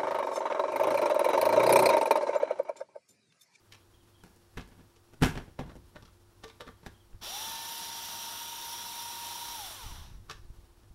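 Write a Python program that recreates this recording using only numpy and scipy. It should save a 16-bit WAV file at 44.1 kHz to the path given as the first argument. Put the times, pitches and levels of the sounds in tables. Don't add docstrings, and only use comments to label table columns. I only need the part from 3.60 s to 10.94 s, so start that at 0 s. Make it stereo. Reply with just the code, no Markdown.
import sys
import numpy as np
from scipy import signal
from scipy.fft import rfft, irfft, next_fast_len
from scipy.io import wavfile
from scipy.ndimage import uniform_filter1d

SR = 44100
rng = np.random.default_rng(int(sys.argv[2]) if len(sys.argv) > 2 else 0)


def volts_from_decibels(level):
    exponent = np.asarray(level, float) / 20
    return 10 ** exponent


def materialize(psi):
    bounded = np.clip(np.atleast_2d(psi).T, -1, 1)
    quanta = np.round(bounded * 32767).astype(np.int16)
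    wavfile.write(sys.argv[1], SR, quanta)


N = 323694

# pitch_hz, level_db (per Hz)
CASING_COLOUR = [(120, -52), (200, 0), (500, -16), (749, -8.5), (933, -4.5), (1060, -7.5), (1650, -11.5),
                 (2420, -15), (3560, -9.5), (4950, -18.5), (5630, -18), (8270, -21), (9060, -19.5),
                 (13600, -29), (16000, -25)]
TRIGGER_S, RELEASE_S, MESH_HZ = 3.61, 5.95, 917


def evened(x):
    return x / np.sqrt(np.mean(x ** 2) + 1e-20)


def hiss():
    return rng.standard_normal((2, N))


def read(points, hz):
    f, value = np.transpose(points)
    return np.interp(np.log(hz + 1), np.log(f + 1), value)


def band(x, lo_hz, hi_hz, order=2):
    sos = signal.butter(order, [lo_hz, min(hi_hz, 20000)], "bandpass", fs=SR, output="sos")
    return signal.sosfilt(sos, x, axis=-1)


def colour(x, gain):
    size = next_fast_len(x.shape[-1])
    spectrum = rfft(x, size) * gain(np.fft.rfftfreq(size, 1 / SR))
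    return irfft(spectrum, size)[..., :x.shape[-1]]


def drift(seconds):
    size = round(seconds * SR)
    return evened(uniform_filter1d(uniform_filter1d(rng.standard_normal(N), size), size))


def bumps(modes, hz):
    return volts_from_decibels(sum(db / (1 + (2 * (hz - f) / width) ** 2) for f, width, db in modes))


def ringing(modes, t):
    return sum(volts_from_decibels(db - 60 * t / t60) * np.sin(2 * np.pi * hz * t) for hz, db, t60 in modes)[None]


def air():
    # pitch_hz, level_db (per Hz)
    hush_colour = [(110, -10), (180, -8), (341, -2.5), (435, -6), (670, -11), (888, -9), (2110, -18.5),
                   (4720, -18), (5700, -21), (6620, -21), (9640, -20.5), (15100, -30), (16000, -19)]
    # pitch_hz, width_hz (or waver), level_db
    hum_lines = [
        (99.5, 14, -67),
        (347, 1.5, -70),
    ]
    hush = evened(colour(hiss(), lambda hz: volts_from_decibels(read(hush_colour, hz))))
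    (low_hz, width_hz, low_db), (thin_hz, waver_hz, thin_db) = hum_lines
    hum = volts_from_decibels(low_db) * evened(band(hiss(), low_hz - width_hz / 2, low_hz + width_hz / 2))
    thin = np.sin(2 * np.pi * np.cumsum(thin_hz + waver_hz * drift(0.23)) / SR)
    return volts_from_decibels(-64.5 + 0.88 * drift(0.024)) * hush + hum + volts_from_decibels(thin_db + 1 + drift(0.039)) * thin


def bird():
    # start_s, level_db
    calls = [
        (.138, -73),
        (.33, -70),
        (.538, -68),
        (3.1, -72),
        (3.335, -69),
    ]
    # time_s, pitch_hz, level_db
    glide = [
        (0, 2980, -5),
        (.016, 3330, -1),
        (.034, 3050, -5),
        (.042, 3150, -14),
        (.062, 3300, -12),
        (.072, 3330, 0),
        (.098, 2850, -7),
    ]
    out, (s, hz, db) = np.zeros(N), np.transpose(glide)
    t = np.arange(0, s[-1], 1 / SR)
    whistle = np.sin(2 * np.pi * np.cumsum(np.interp(t, s, hz)) / SR)
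    chirp = whistle * volts_from_decibels(np.interp(t, s, db)) * signal.windows.tukey(len(t), .15)
    for start_s, level_db in calls:
        flutter_db = 3 * evened(uniform_filter1d(rng.standard_normal(len(t)), 200))
        out[round(start_s * SR):][:len(t)] += volts_from_decibels(level_db + flutter_db) * chirp
    return out


def gusts():
    # peak_s, level_db, fall_db_per_s
    swells = [(.02, -70, 30), (.3, -64, 4), (.99, -50, 60), (1.74, -40, 92), (2.01, -47.5, 28),
              (2.5, -62.5, 2), (3.5, -53, 30), (4.93, -67, 31), (5.89, -54.5, 12), (6.258, -41, 22),
              (6.486, -40.5, 50), (6.76, -48, 25), (7.3, -59, 100)]
    # start_s, level_db, length_s
    puffs = [(3.524, -38, 0.015), (3.543, -41, 0.01), (5.909, -62, 0.0092), (6.25, -34, 0.0088),
             (6.31, -36, 0.0077), (6.37, -40, 0.0086), (6.404, -47, 0.013), (6.481, -52, 0.012),
             (6.508, -47, 0.01), (6.606, -49, 0.012), (6.753, -56, 0.012), (6.829, -41, 0.015),
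             (6.888, -36.5, 0.01), (6.973, -44, 0.0096), (7.02, -49, 0.011), (7.297, -41.5, 0.0098)]
    calm_db, rise_db_per_s = -72, 200
    t = np.arange(N) / SR
    level_db = np.max([db - np.maximum(rise_db_per_s * (s - t), fall * (t - s)) for s, db, fall in swells], 0)
    level_db = np.maximum(level_db, calm_db) - 6.5 + 1.8 * drift(0.0096)
    out = volts_from_decibels(level_db) * evened(band(hiss(), 19.7, 78))
    for start_s, db, length_s in puffs:
        u = np.arange(-1.5 * length_s, 4 * length_s, 1 / SR) / length_s
        push = -u * np.exp(-2.2 * u ** 2) * 1.25 + np.exp(-np.abs(u) * 5.6)
        part = out[0, round(start_s * SR):][:len(u)]
        part += volts_from_decibels(db - 1.5) * push[:len(part)]
    return out


def blows(rows, modes, rise_s, click, wide_db, top_hz):
    # pitch_hz, level_db, t60_s
    boom_modes = [(65.4, -1.5, 0.42), (97, -1, 0.18), (147.4, 3.5, 0.11), (181.5, -0.5, 0.095),
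                  (265, -4, 0.08), (323, -9, 0.12)]
    lead_in_s = .014
    damping = .24
    spot_db_per_octave = -4
    out, t = np.zeros((2, N + SR)), np.arange(SR // 2) / SR
    boom = ringing(boom_modes, t)
    since = np.maximum(t - lead_in_s, 0)
    swell = volts_from_decibels(-19) * t / lead_in_s * (t < lead_in_s) + 1 - np.exp(-since / rise_s)
    for start_s, db, bass_db, treble_db, t60, spot_hz in rows:
        draw, detune = rng.standard_normal((3, len(t))), rng.uniform(.98, 1.02, len(modes))
        grains_db = 4 * evened(uniform_filter1d(draw[2], 70))
        chatter = draw[:2] * volts_from_decibels(5.7 * np.abs(draw[2]) + grains_db - 60 * since / t60) * swell
        chatter[:, round((lead_in_s + .0015) * SR)] -= click
        struck = []
        for (hz, mode_db, mode_t60), shift in zip(modes, detune):
            if hz > 250:
                spot_db = spot_db_per_octave * abs(np.log2(hz / spot_hz))
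                held_t60 = min(mode_t60, .9) * damping * (450 / hz) ** .5
                struck.append((hz * shift, mode_db + spot_db, held_t60))
        mid = evened(signal.fftconvolve(chatter, ringing(struck, t), axes=1)[:, :len(t)])
        mid += volts_from_decibels(wide_db) * evened(band(chatter, 400, 2700))
        mid += volts_from_decibels(-3.0) * evened(band(chatter, 0.89 * spot_hz, 0.99 * spot_hz, order=1))
        low = evened(signal.fftconvolve(chatter, boom, axes=1)[:, :len(t)])
        low += volts_from_decibels(3.5) * evened(band(chatter, 56, 463))
        crack = band(chatter, 1250, top_hz)
        parts = (mid, 0), (low, bass_db + 6.5), (crack, treble_db + 0.5)
        at = round((start_s - lead_in_s) * SR)
        blow = sum(volts_from_decibels(d) * p / np.sqrt(np.mean(p[:, 600:1500] ** 2)) for p, d in parts)
        out[:, at:at + len(t)] += volts_from_decibels(db - 11) * blow
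    return out[:, :N]


def bench_knocks():
    # start_s, level_db, bass_db (relative), treble_db (relative), rattle_t60_s
    knocks = [(0.635, -46, -4, -6.5, 0.14), (0.758, -61.5, 2.5, 3, 0.21), (0.971, -31.5, -3, -19, 0.13),
              (1.074, -55.5, 2, -1, 0.1), (1.112, -52, -4, -30, 0.24), (1.182, -56, 3, -16, 0.28),
              (1.534, -49, -2.5, -9, 0.046), (1.621, -16, 2, -12.5, 0.16), (1.632, -15, -6, -17, 0.074),
              (1.654, -25, -11, -7, 0.19), (1.753, -36.5, 4, -38, 0.2), (1.774, -31, -7.5, -33, 0.045),
              (1.877, -57.5, 9.5, -29, 0.16), (1.989, -33, 6.5, -21, 0.14), (2.06, -52.5, 6.5, -18, 0.27),
              (2.153, -51, 8, -5, 0.12), (3.09, -59, 14, -24, 0.053), (3.262, -37, -11, -10, 0.058),
              (3.529, -58, 4, -20, 0.097)]
    # pitch_hz, level_db, t60_s
    wood = [(285, 7, 0.084), (414, 5.5, 0.28), (570, -5, 0.36), (637, 1, 0.28), (853, -2, .2),
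            (940, 5, 0.14), (1144, -8, 0.46), (1440, 3, 0.16), (1490, -8.5, 0.16), (1690, 7.5, 0.23),
            (2070, -42, 0.2), (2440, -18, 0.15)]
    spot_hz = 760
    return blows([(*row, spot_hz) for row in knocks], wood, 0.0013, 10.4, 3.1, 8800)


def bit_taps():
    # start_s, level_db, bass_db (relative), treble_db (relative), spot_hz
    tap_rows = [(0.121, -45.5, -41, 1.5, 2400), (0.143, -47, -32, -5, 2460), (1.007, -53.5, -5, 6.5, 1480),
                (1.361, -52.5, -17, -5, 970), (2.094, -44.5, -1, -28, 1120), (2.115, -53, 3, -25, 1430),
                (2.358, -37.5, -13, -37, 540), (2.423, -51, 0, -4, 880), (2.451, -54.5, -3, 2.5, 1440),
                (2.478, -52.5, -15, -18, 1360), (2.836, -33, -42, -12, 600), (2.879, -48, -27, -1, 1160),
                (2.897, -44, -27, -13, 2330), (3.006, -31, -44, -14.5, 520), (3.067, -44, -2, -21, 1830),
                (3.077, -40, -29, -30, 1170), (3.23, -50.5, -4, -19, 950), (3.262, -41, -1, -6.5, 1740),
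                (3.625, -49, -9, -11, 850), (6.696, -31, -42, -10, 1170), (6.709, -36.5, -24, 0.5, 1830),
                (6.768, -62, -4, 4, 1100), (7.232, -56.5, -4, -15, 937)]
    # pitch_hz, level_db, t60_s
    shell = [(447, 1.5, 0.52), (600, -7, 0.26), (950, -4, 0.14), (1166, -3.5, 0.48), (1440, 7.5, 0.055),
             (1790, -4, 0.3), (2600, -12, 0.16), (2970, -15.5, 0.15), (3580, 4, 0.11), (3930, -4, 0.15),
             (4300, -34, 0.15)]
    t60_s = .055
    rows = [(s, db, bass_db, treble_db, t60_s, spot_hz) for s, db, bass_db, treble_db, spot_hz in tap_rows]
    return blows(rows, shell, 0.0019, 4.1, -8.5, 5300)


def speed():
    spin_up_s, creep_hz_per_s = .066, 10
    brake_hz_per_s, ease_hz_per_s2 = 1850, 450
    on, off = np.maximum(np.arange(N) / SR - [[TRIGGER_S], [RELEASE_S]], 0)
    driven = (MESH_HZ + creep_hz_per_s * on) * (1 - np.exp(-on / spin_up_s))
    return np.maximum(driven - brake_hz_per_s * off + ease_hz_per_s2 * off ** 2, 0)


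def casing(hz):
    # pitch_hz, width_hz, level_db
    rings = [(826, 47, 1), (1444, 27, 6), (3220, 200, 1), (3475, 16, 6.5), (3710, 30, 4.5),
             (3935, 10, 12.5), (4030, 23, 8), (4510, 60, 1), (5370, 90, 4.5), (5790, 110, 9),
             (5370, 2300, 6.5), (6650, 73, -11), (7380, 130, 4.5), (9360, 84, 1), (10400, 430, 11),
             (10340, 70, -10), (12100, 150, 13), (13380, 580, 14)]
    return volts_from_decibels(read(CASING_COLOUR, hz)) * bumps(rings, hz)


def whine(t, on, mesh, turns):
    # multiple of the mesh, level_db (at the casing peak)
    overtones = [(2, -64), (3, -61), (4, -68), (5, -67), (6, -67), (7, -70)]
    let_go_s, let_go_length_s = 6.03, .05
    groan_s, groan_rise_s, groan_hold_s = 3.66, 0.072, 0.57
    level_db = -46 + 24 * np.log10(mesh / MESH_HZ + 1e-3)
    level_db += -3.5 * np.sin(np.pi * np.minimum(on / (RELEASE_S - TRIGGER_S), 1)) ** 2
    level_db += -11 * np.clip((t - let_go_s) / let_go_length_s, 0, 1)
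    groan_db = -59 - 85 * np.maximum(t - groan_s - groan_hold_s, 0)
    groan_db += 20 * np.log10(np.clip((t - groan_s) / groan_rise_s, 1e-4, 1))
    tone = np.exp(2j * np.pi * turns)
    out = volts_from_decibels(level_db + 3 * drift(.006)) * np.sqrt(2) * tone
    slack_db = np.interp(t, [5.95, 6.15, 6.36, 6.54], [0, 10, 9, 3])
    for k, db in overtones:
        flare = bumps([(920, 420, 12), (500, 400, -14), (2300, 900, -5)], k * mesh) / volts_from_decibels(9)
        out += volts_from_decibels(db + slack_db + 3 * drift(.02)) * flare * tone ** k
    groan = volts_from_decibels(groan_db) * evened(band(hiss(), 1760, 1780))
    return (np.array([out.real, out.imag]) + groan) * (mesh > 0)


def gear_rattle(t, on, mesh, turns):
    settle_s, kick_s = 0.039, 0.11
    smooth = 1 / (settle_s * SR)
    lagging = np.where(t > RELEASE_S, signal.lfilter([smooth], [1, smooth - 1], mesh), mesh)
    lag = np.log10(lagging / MESH_HZ + 0.00052)
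    run = np.minimum(on, RELEASE_S - TRIGGER_S)
    level_db = -42.5 + 19 * lag - 1.0 * run + 7.5 * np.exp(-on / kick_s)
    body_db, hiss_db = -7 - 4.5 * lag, -4.5 + 7.5 * lag + 0.86 * run
    throb = volts_from_decibels(0.49 * np.sin(2 * np.pi * turns / 31.0) + 0.23 * drift(0.014) + .5 * drift(0.038))
    z = signal.stft(hiss() * throb, SR, nperseg=512)[2]
    patches = uniform_filter1d(rng.standard_normal(z.shape[1:]), 5, 0)
    patches = evened(uniform_filter1d(patches, 16, 1))
    streaks = evened(uniform_filter1d(rng.standard_normal(z.shape[1:]), 70, 1))
    raw = signal.istft(z * volts_from_decibels(0.78 * patches + 1.23 * streaks), SR, nperseg=512)[1][:, :N]
    sharp = np.interp(t, [5.2, 5.9, 6.2], [1, .7, .15])
    blurred = colour(raw, lambda hz: casing(hz) ** .5 * volts_from_decibels(read(CASING_COLOUR, hz) / 2))
    noise = sharp * colour(raw, casing) + (1 - sharp) * 1.26 * blurred
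    out = evened(band(noise, 2530, 6930, order=4))
    out += volts_from_decibels(body_db) * evened(band(noise, 347, 2390, order=4))
    out += volts_from_decibels(hiss_db) * evened(band(noise, 7780, 16400, order=4))
    bench_shake = evened(band(hiss(), 102, 450)) * (mesh / 930) ** 2
    out += volts_from_decibels(-20.5 + 2.0 * drift(0.011)) * bench_shake
    return out * volts_from_decibels(level_db)


def motor():
    t, mesh = np.arange(N) / SR, speed()
    on = np.maximum(t - TRIGGER_S, 0)
    turns = np.cumsum(mesh * (1 + 0.0032 * drift(0.0114))) / SR
    return (whine(t, on, mesh, turns) + gear_rattle(t, on, mesh, turns)) * (t > TRIGGER_S)


def tail(t60, start_s):
    t = np.arange(SR // 2) / SR
    bright = rng.standard_normal((2, len(t))) * (t > start_s)
    dull = band(bright, 65, 6700, order=1)
    echoes = dull * volts_from_decibels(-60 * t / t60) + 0.34 * (bright - dull) * volts_from_decibels(-60 * t / (2.0 * t60))
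    return echoes / np.linalg.norm(echoes[0])


def ports(x):
    # pitch_hz, left-right likeness (0 to 1)
    likeness = [(60, 0.97), (130, 1), (250, 0.81), (500, 0.77), (1000, 0.58), (2000, 0.82), (4000, 0.28),
                (8000, 0.061), (15000, .1)]
    # pitch_hz, left minus right level_db
    shade = [(60, 0.5), (110, 3.5), (200, 1.5), (380, 5), (700, 5), (1290, 6), (2380, 6.5), (4400, 9.5),
             (8120, 10.5), (15000, 56)]
    # pitch_hz, phase the left port leads by (radians)
    lead = [(60, -0.36), (130, 1.24), (300, -2), (700, -1.4), (1460, 0.3), (2240, 1.5), (3900, 0.12)]
    same = lambda hz: np.clip(read(likeness, hz), 0, .995)
    right = colour(x[0], lambda hz: same(hz) * np.exp(-1j * read(lead, hz)))
    right += colour(x[1], lambda hz: np.sqrt(1 - same(hz) ** 2))
    left = colour(x[0], lambda hz: volts_from_decibels(3.0 + 0.038 * read(shade, hz)))
    return np.array([left, colour(right, lambda hz: volts_from_decibels(2.5 - 0.93 * read(shade, hz)))])


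def scene():
    hits = bench_knocks() + bit_taps()
    room = volts_from_decibels(-11.0) * signal.fftconvolve(hits + bird(), tail(0.3, 0.0038), axes=1)[:, :N]
    return ports(air() + bird() + gusts() + hits + room + motor())


def roll_off(x):
    return signal.sosfilt(signal.butter(12, 16170, fs=SR, output="sos"), x)


def record(dry):
    # pitch_hz, width_hz, level_db
    cavity = [(5620, 320, 5.5), (8400, 92, -15.5), (9600, 550, 3), (11610, 260, 7), (13080, 630, 5)]
    edge_hz, ceiling = 15765, .6
    heard = ceiling * np.tanh(colour(dry, lambda hz: bumps(cavity, hz)) / ceiling)
    return roll_off(colour(heard, lambda hz: hz < edge_hz))


dry = scene()
out = record(dry)
materialize(out)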